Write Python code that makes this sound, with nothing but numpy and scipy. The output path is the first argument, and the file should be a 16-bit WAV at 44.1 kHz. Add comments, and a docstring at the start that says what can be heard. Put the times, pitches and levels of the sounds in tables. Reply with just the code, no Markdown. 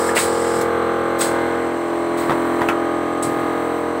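"""A box packing machine in a small workshop, heard while walking along it.
From the start its pump drones at about 42 strokes a second, panels rattle and air whistles thinly.
Almost at once pistons clack against their stops and an air valve lets out a sharp puff, then air hisses.
Softer puffs follow about once a second, and the drone changes tone as we walk from outlet to table.
After two seconds the pistons thud and clack again, and the steel frame rings before the last puff."""
import sys
import numpy as np
from scipy import signal
from scipy.fft import rfft, irfft
from scipy.io import wavfile
from scipy.ndimage import uniform_filter1d

SR = 44100
rng = np.random.default_rng(int(sys.argv[2]) if len(sys.argv) > 2 else 0)


def master_out(mix):
    """Clip the mix to full scale and print it as 16-bit PCM to the path in sys.argv[1]."""
    frames = np.transpose(np.atleast_2d(mix))
    ceiling = np.clip(frames, -1, 1)
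    pcm = np.round(ceiling * 32767).astype(np.int16)
    wavfile.write(sys.argv[1], SR, pcm)


N = 176400
T = np.arange(N) / SR

# the pump's tones beside the outlet and over the table: (multiple of the stroke rate, level [dB])
TONES_AT_OUTLET = [(1, -48), (2, -15), (3, -17), (4, -16.5), (5, -11), (6, -9), (7, -25.5), (8, -1),
                   (9, -7), (10, -3), (11, 3.5), (12, -4), (13, -1.5), (14, -31.5), (15, -18), (16, -8),
                   (17, -11.5), (18, -17), (19, -8), (20, -10.5), (21, -27), (22, -19.5), (23, -14),
                   (24, -17.5), (25, -10.5), (26, -9.5), (27, -9), (28, -6.5), (29, -6.5), (30, -52),
                   (31, -27), (32, -9.5)]
TONES_AT_TABLE = [(1, -50), (2, -17.5), (3, -17), (4, -15), (5, -17), (6, -5), (7, 0), (8, 2.5), (9, -14),
                  (10, -4), (11, -10.5), (12, -10), (13, -15.5), (14, -3.5), (15, -9), (16, -7.5),
                  (17, -13.5), (18, -16.5), (19, -7), (20, -16), (21, -64), (22, -21), (23, -14), (24, -28),
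                  (25, -11), (26, -8.5), (27, -9.5), (28, -21.5), (29, -5.5), (30, -27), (31, -19),
                  (32, -31.5)]
# loudness along the walk: (time [s], drone level [dB], rattle level [dB])
WALK_LEVELS = [(0, -19, -27.5), (.6, -19.5, -28), (1.1, -20, -31), (1.4, -19.5, -26), (1.8, -22, -31.5),
               (2.1, -20.5, -31.5), (2.35, -18, -29), (2.8, -20.5, -30.5), (3.15, -21, -34.5),
               (3.4, -21, -32), (4, -22.5, -34.5)]


def amp(db):
    """Turns decibels into a number to multiply a sound by."""
    return 10 ** (np.asarray(db) / 20)


def unit(x):
    """Scales a sound to an average power of one."""
    return x / np.sqrt(np.mean(x ** 2) + 1e-20)


def curve(rows, column=1):
    """Joins the points of a time table with straight lines."""
    rows = np.array(rows)
    return np.interp(T, rows[:, 0], rows[:, column])


def colour(x, spectrum, tilt_db=0):
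    """Shapes a sound's lows and highs; the tilt adds that many dB for each octave up."""
    octaves = np.log2(np.fft.rfftfreq(N, 1 / SR) + 1)
    hz, db = np.transpose(spectrum)
    gain_db = np.interp(octaves, np.log2(hz), db) + tilt_db * np.maximum(octaves, np.log2(hz[0]))
    return unit(irfft(rfft(x) * amp(gain_db), N))


def noise(spectrum, tilt_db=0):
    """Noise with the given lows and highs."""
    return colour(rng.standard_normal(N), spectrum, tilt_db)


def pitched_noise(hz, width_hz):
    """Noise gathered around one pitch, like a breathy whistle."""
    distance = (np.fft.rfftfreq(N, 1 / SR) - hz) / (.5 * width_hz)
    return unit(irfft(rfft(rng.standard_normal(N)) / (1 + distance ** 2 / 2), N))


def drift(top_hz):
    """Smooth random wandering: ten slow waves added up."""
    t = np.linspace(0, N / SR, 1024)
    speed, start = rng.random((2, 10, 1))
    waves = np.sin(2 * np.pi * (top_hz * speed * t + start))
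    return np.interp(T, t, waves.sum(0) / np.sqrt(10 / 2))


def burst(start, rise, hold, decay):
    """A loudness shape that rises, holds and dies away; all times in seconds."""
    return np.clip((T - start) / max(rise, 1e-4), 0, 1) * np.exp(-np.maximum(T - start - rise - hold, 0) / decay)


def workshop():
    """The steady background noise of the room."""
    # (frequency [Hz], level [dB])
    spectrum = [(20, -32), (50, -50), (75, -11), (140, -15), (300, 0.5), (600, -2), (1200, -4),
                (2000, -11.5), (3000, -18), (5000, -34.5), (11000, -40), (16000, -38)]
    return amp(-31.5) * noise(spectrum)


def smeared_phases(tries=1500, size=128, throb=.55):
    """The room smears each stroke into a round throb: picks the roundest of many random tone timings."""
    gains = amp(np.array([TONES_AT_OUTLET, TONES_AT_TABLE])[:, :, 1])
    phases = 2 * np.pi * rng.random((tries, 1, gains.shape[1]))
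    shapes = abs(np.fft.ifft(gains * np.exp(1j * phases), size))
    round_shape = 1 + throb * np.cos(2 * np.pi * np.arange(size) / size)
    roughness = ((shapes / shapes.mean(2, keepdims=True) - round_shape) ** 2).sum((1, 2))
    return phases[np.argmin(roughness), 0]


def pump_drone(strokes, wander_db=1., wander_hz=1.51, swirl=0.03, jitter=0.0009, jitter_hz=25):
    """The pump's strokes make a stack of tones whose balance shifts as we walk."""
    # the walk: (time [s], share of the sound over the table [0-1])
    walk = [(0, 0.16), (.9, 0.21), (1.4, 0.76), (1.8, 0.98), (2.3, 0.91), (3.0, 0.82), (3.5, 0.98), (4, 1)]
    # spots where a tone is louder or softer (standing waves):
    # (multiple of the stroke rate, time [s], half width [s], level change [dB])
    standing_waves = [(7, 1.8, 0.75, -5), (8, 1.4, 0.43, 1.5), (8, 3.7, .3, -1), (11, 1.61, 0.27, 7.5),
                      (11, 2.2, 0.26, -10), (11, 3.75, 0.54, 12.5), (13, 1.38, 0.28, 8),
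                      (22, 1.42, 0.17, 8), (21, 2.6, .9, -9), (13, 1.8, 0.22, 3), (29, 1.5, 1, -5.5),
                      (29, 3.23, 0.28, 3)]
    share, out = curve(walk), np.zeros(N)
    for (k, outlet_db), (_, table_db), phase in zip(TONES_AT_OUTLET, TONES_AT_TABLE, smeared_phases()):
        swell_db = sum(db * np.exp(-((T - time) / width) ** 2)
                       for multiple, time, width, db in standing_waves if multiple == k)
        blend = (1 - share) * amp(outlet_db) + share * amp(table_db)
        gain = blend * amp(swell_db + wander_db * drift(wander_hz))
        waver = swirl * drift(wander_hz) + jitter * drift(jitter_hz)
        out += gain * np.cos(k * (2 * np.pi * strokes + waver) + phase)
    return unit(out) * amp(curve(WALK_LEVELS))


def panel_rattle(strokes, change_hz=0.647, loose=0.2, pulsing=0.2):
    """Panels buzz in step with the pump: partly the same on every stroke, partly loose."""
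    # the panels' buzz: (frequency [Hz], level [dB])
    spectrum = [(500, -22), (900, 3), (1300, -2), (1600, 2.5), (1850, -6), (2100, -3), (2600, -24),
                (3200, -16), (3600, -22.5), (4100, -17), (4900, -40.5), (7000, -40)]
    size = round(SR / 42.5)  # samples in about one stroke
    place = (strokes % 1 * size).astype(int)
    repeating = unit(sum(pattern[place] * drift(change_hz) for pattern in rng.standard_normal((10, size))))
    buzz = np.sqrt(1 - loose) * repeating + np.sqrt(loose) * rng.standard_normal(N)
    pulse = 1 + pulsing * np.cos(2 * np.pi * strokes)
    return colour(buzz * pulse, spectrum) * amp(curve(WALK_LEVELS, column=2))


def air_lines(strokes, pulsing=0.092, fade_s=.04):
    """Air whistles thinly all the time and hisses while the lines are open, pulsing with the pump."""
    # the whistle: (pitch [Hz], width [Hz], level [dB])
    whistles = [(4120, 460, -54.5), (6090, 510, -59), (7650, 400, -57.5), (8260, 520, -51.5),
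                (10050, 180, -67.5), (13750, 380, -63.5)]
    # spells of flowing air: (start [s], end [s], level [dB], tilt [dB per octave])
    flows = [(-.1, .095, -31, -2), (0.203, 0.594, -34.5, -4.5), (1.25, 2.15, -54, -2),
             (2.2, 2.694, -45, 7.5), (3.25, 3.826, -47, 13)]
    # their hiss: (frequency [Hz], level [dB])
    hiss = [(1500, -53), (2800, -14), (4300, -8.5), (4750, -8.5), (5200, -4), (5650, -9), (6300, -14),
            (7400, 0), (8200, 4), (9000, -3.5), (9700, -6.5), (11000, -12), (13000, -15), (15500, -10.5)]
    out = sum(amp(db) * pitched_noise(hz, width) for hz, width, db in whistles)
    for start, end, db, tilt_db in flows:
        out += amp(db) * noise(hiss, tilt_db) * burst(start, fade_s, end - start - fade_s, fade_s)
    return out * (1 + pulsing * np.cos(2 * np.pi * strokes))


def pistons(rise_s=0.00045, contact_s=0.00033, blow_s=0.0061, ping_s=.0028):
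    """Pistons hit their stops: the struck part pings, the frame rings and the room echoes briefly."""
    # (time [s], thud [dB], clack [dB], tick [dB], frame ring [dB], ping pitch [Hz], ping [dB])
    blows = [(.092, -40, -30, -50, -45, 1760, -12.5), (0.167, -12, -13, -38, -42, 1600, -23),
             (0.172, -25, -17, -33, -35, 2750, -7), (0.178, -12, -16, -33, -35, 2300, -10),
             (.189, -27, -35, -32, -40, 2620, -14), (0.613, -46, -45, -26, -55, 4200, -28),
             (2.295, -11, -41, -50, -48, 3170, -31), (2.306, -12.5, -34, -41, -38, 3180, -27),
             (2.319, -18, -35, -45, -43, 3380, -41), (2.609, -24, -29, -42, -50, 990, -16),
             (2.617, -15, -28, -40, -34, 1900, -11.5), (2.6871, -16, -17, -29.5, -11, 2580, -12.5),
             (2.697, -29, -27, -50, -35, 2200, -33)]
    # a blow's low thud, hard clack and high tick: (frequency [Hz], level [dB])
    thud_spectrum = [(40, -51), (150, -4.5), (300, -4.5), (1050, -2.5), (1900, -14.5), (2600, -29),
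                     (3400, -23), (5000, -38), (12000, -45)]
    clack_spectrum = [(300, -64), (1000, -11), (1400, 6.5), (2100, 4.5), (2700, -2.5), (3300, -10),
                      (5000, -30), (12000, -45)]
    tick_spectrum = [(1500, -25), (4500, -2), (8000, 3), (12000, -3), (16000, -4)]
    # the steel frame's notes: (pitch [Hz], level added to the frame ring [dB], time to fade 60 dB [s])
    frame_notes = [(1265, -15, .4), (1362, -7, .3), (2288, -15, .12), (2982, -22, .15)]
    thud, clack, tick = noise(thud_spectrum), noise(clack_spectrum), noise(tick_spectrum)
    out = np.zeros(N)
    for start, thud_db, clack_db, tick_db, ring_db, ping_hz, ping_db in blows:
        room_tail = amp(-8.5) * burst(start, blow_s, 0, decay=0.018)
        hit = amp(thud_db) * thud + amp(clack_db) * clack + amp(tick_db) * tick
        out += hit * np.hypot(burst(start, rise_s, contact_s, blow_s), room_tail)
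        ping = burst(start, rise_s, 0, ping_s) * np.sin(2 * np.pi * ping_hz * (T - start))
        ping_tail = amp(-9) * room_tail * pitched_noise(ping_hz, width_hz=1100)
        out += amp(ping_db) * (ping + ping_tail)
        for hz, db, fade_s in frame_notes:
            note = np.sin(2 * np.pi * (hz * T + rng.random()))
            out += amp(ring_db + db) * burst(start, rise_s, 0, fade_s / np.log(1000)) * note
    return out


def valve_puffs():
    """Each valve dumps its air through a nozzle that sings slightly."""
    # (time [s], level [dB], rise [s], hold [s], decay [s], tilt [dB per octave], sizzle [dB], ring [dB])
    puffs = [(0.147, -14, 0.031, 0.018, 0.036, -1, 3, -20), (1.183, -29, 0.011, 0.023, .03, 0, 10, -13),
             (1.206, -20.5, 0.0037, 0.0083, 0.047, -1, 2, -2),
             (2.168, -33.5, 0.0087, 0.032, .05, -5, 6, -14), (3.223, -26, 0.0035, 0.0071, .03, 4, -16, -6)]
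    # the rush of air and its high sizzle: (frequency [Hz], level [dB])
    rush_spectrum = [(400, -43), (1500, -1), (3000, -8.5), (4200, -3.5), (6000, -11), (7300, -4.5),
                     (8200, 5.5), (9000, -5), (11000, -8.5), (12500, -23), (15500, -18)]
    sizzle_spectrum = [(9000, -36), (12000, -2), (14000, -6), (15500, 2)]
    # the nozzle's ring: (pitch [Hz], width [Hz], level [dB])
    nozzle_notes = [(4200, 270, -23.5), (6600, 180, -18.5), (8084, 37, -9)]
    out = np.zeros(N)
    for start, db, rise, hold, decay, tilt_db, sizzle_db, ring_db in puffs:
        ring = sum(amp(note_db) * pitched_noise(hz, width) for hz, width, note_db in nozzle_notes)
        rush = noise(rush_spectrum, tilt_db)
        sizzle = amp(sizzle_db - 10) * noise(sizzle_spectrum)
        out += amp(db) * burst(start, rise, hold, decay) * (rush + sizzle + amp(ring_db) * ring)
    return out


def plate_echoes(x, count=8, longest_s=.012, echo_db=-6.5):
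    """Quick echoes off the steel plates make the air sound metallic."""
    echoes = sum(np.sign(sign) * np.interp(T - delay * longest_s, T, x, left=0)
                 for delay, sign in rng.uniform([0, -1], 1, (count, 2)))
    return (x + amp(echo_db) * echoes / np.sqrt(count)) / np.hypot(1, amp(echo_db))


def frame_shudder():
    """The frame shakes with a low rumble now and then, mostly just after a valve puff."""
    # (time [s], level [dB])
    shudders = [(.17, -33), (.55, -33), (1.21, -32.5), (2.21, -38), (3.244, -29.5)]
    # (frequency [Hz], level [dB])
    rumble = [(30, -28), (60, -21), (110, -6.5), (190, -8), (320, -9), (800, -39)]
    return noise(rumble) * sum(amp(db) * burst(start, 0.0045, 0, decay=.13) for start, db in shudders)


def scene(pump_hz=42.45, wobble=.0012):
    """Pump, air and pistons over the noise of the workshop."""
    strokes = np.cumsum(pump_hz * (1 + wobble * drift(2))) / SR  # pump strokes so far
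    steady = workshop() + pump_drone(strokes) + panel_rattle(strokes)
    air = plate_echoes(air_lines(strokes) + valve_puffs())
    return (steady + air + pistons() + frame_shudder())[None]


def record(dry, limit_db=-15.5, strength=0.91, recover_db_per_s=132, low_hz=52, high_hz=15780):
    """A limiter dips the sound at its loudest and rounds the peaks; the far lows and highs are cut."""
    power_db = 10 * np.log10(abs(uniform_filter1d(dry[0] ** 2, size=600)) + 1e-12)
    recovery = T * recover_db_per_s
    held_db = np.maximum.accumulate(power_db + recovery) - recovery  # jumps up, then sinks back
    over_db = np.maximum(held_db - limit_db, 0)
    smooth_db = signal.lfilter(np.hanning(400) / np.hanning(400).sum(), 1, over_db)
    dipped = dry / amp(strength * smooth_db)
    rounded = dipped / (1 + (dipped / amp(-4)) ** 6) ** (1 / 6)  # soft ceiling at -4 dB
    thinned = signal.sosfilt(signal.butter(2, low_hz, "highpass", fs=SR, output="sos"), rounded)
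    high_cut = signal.firwin(511, high_hz, window=("kaiser", 9), fs=SR)
    return signal.oaconvolve(thinned, high_cut[None], "same")


dry = scene()
out = record(dry)
master_out(out)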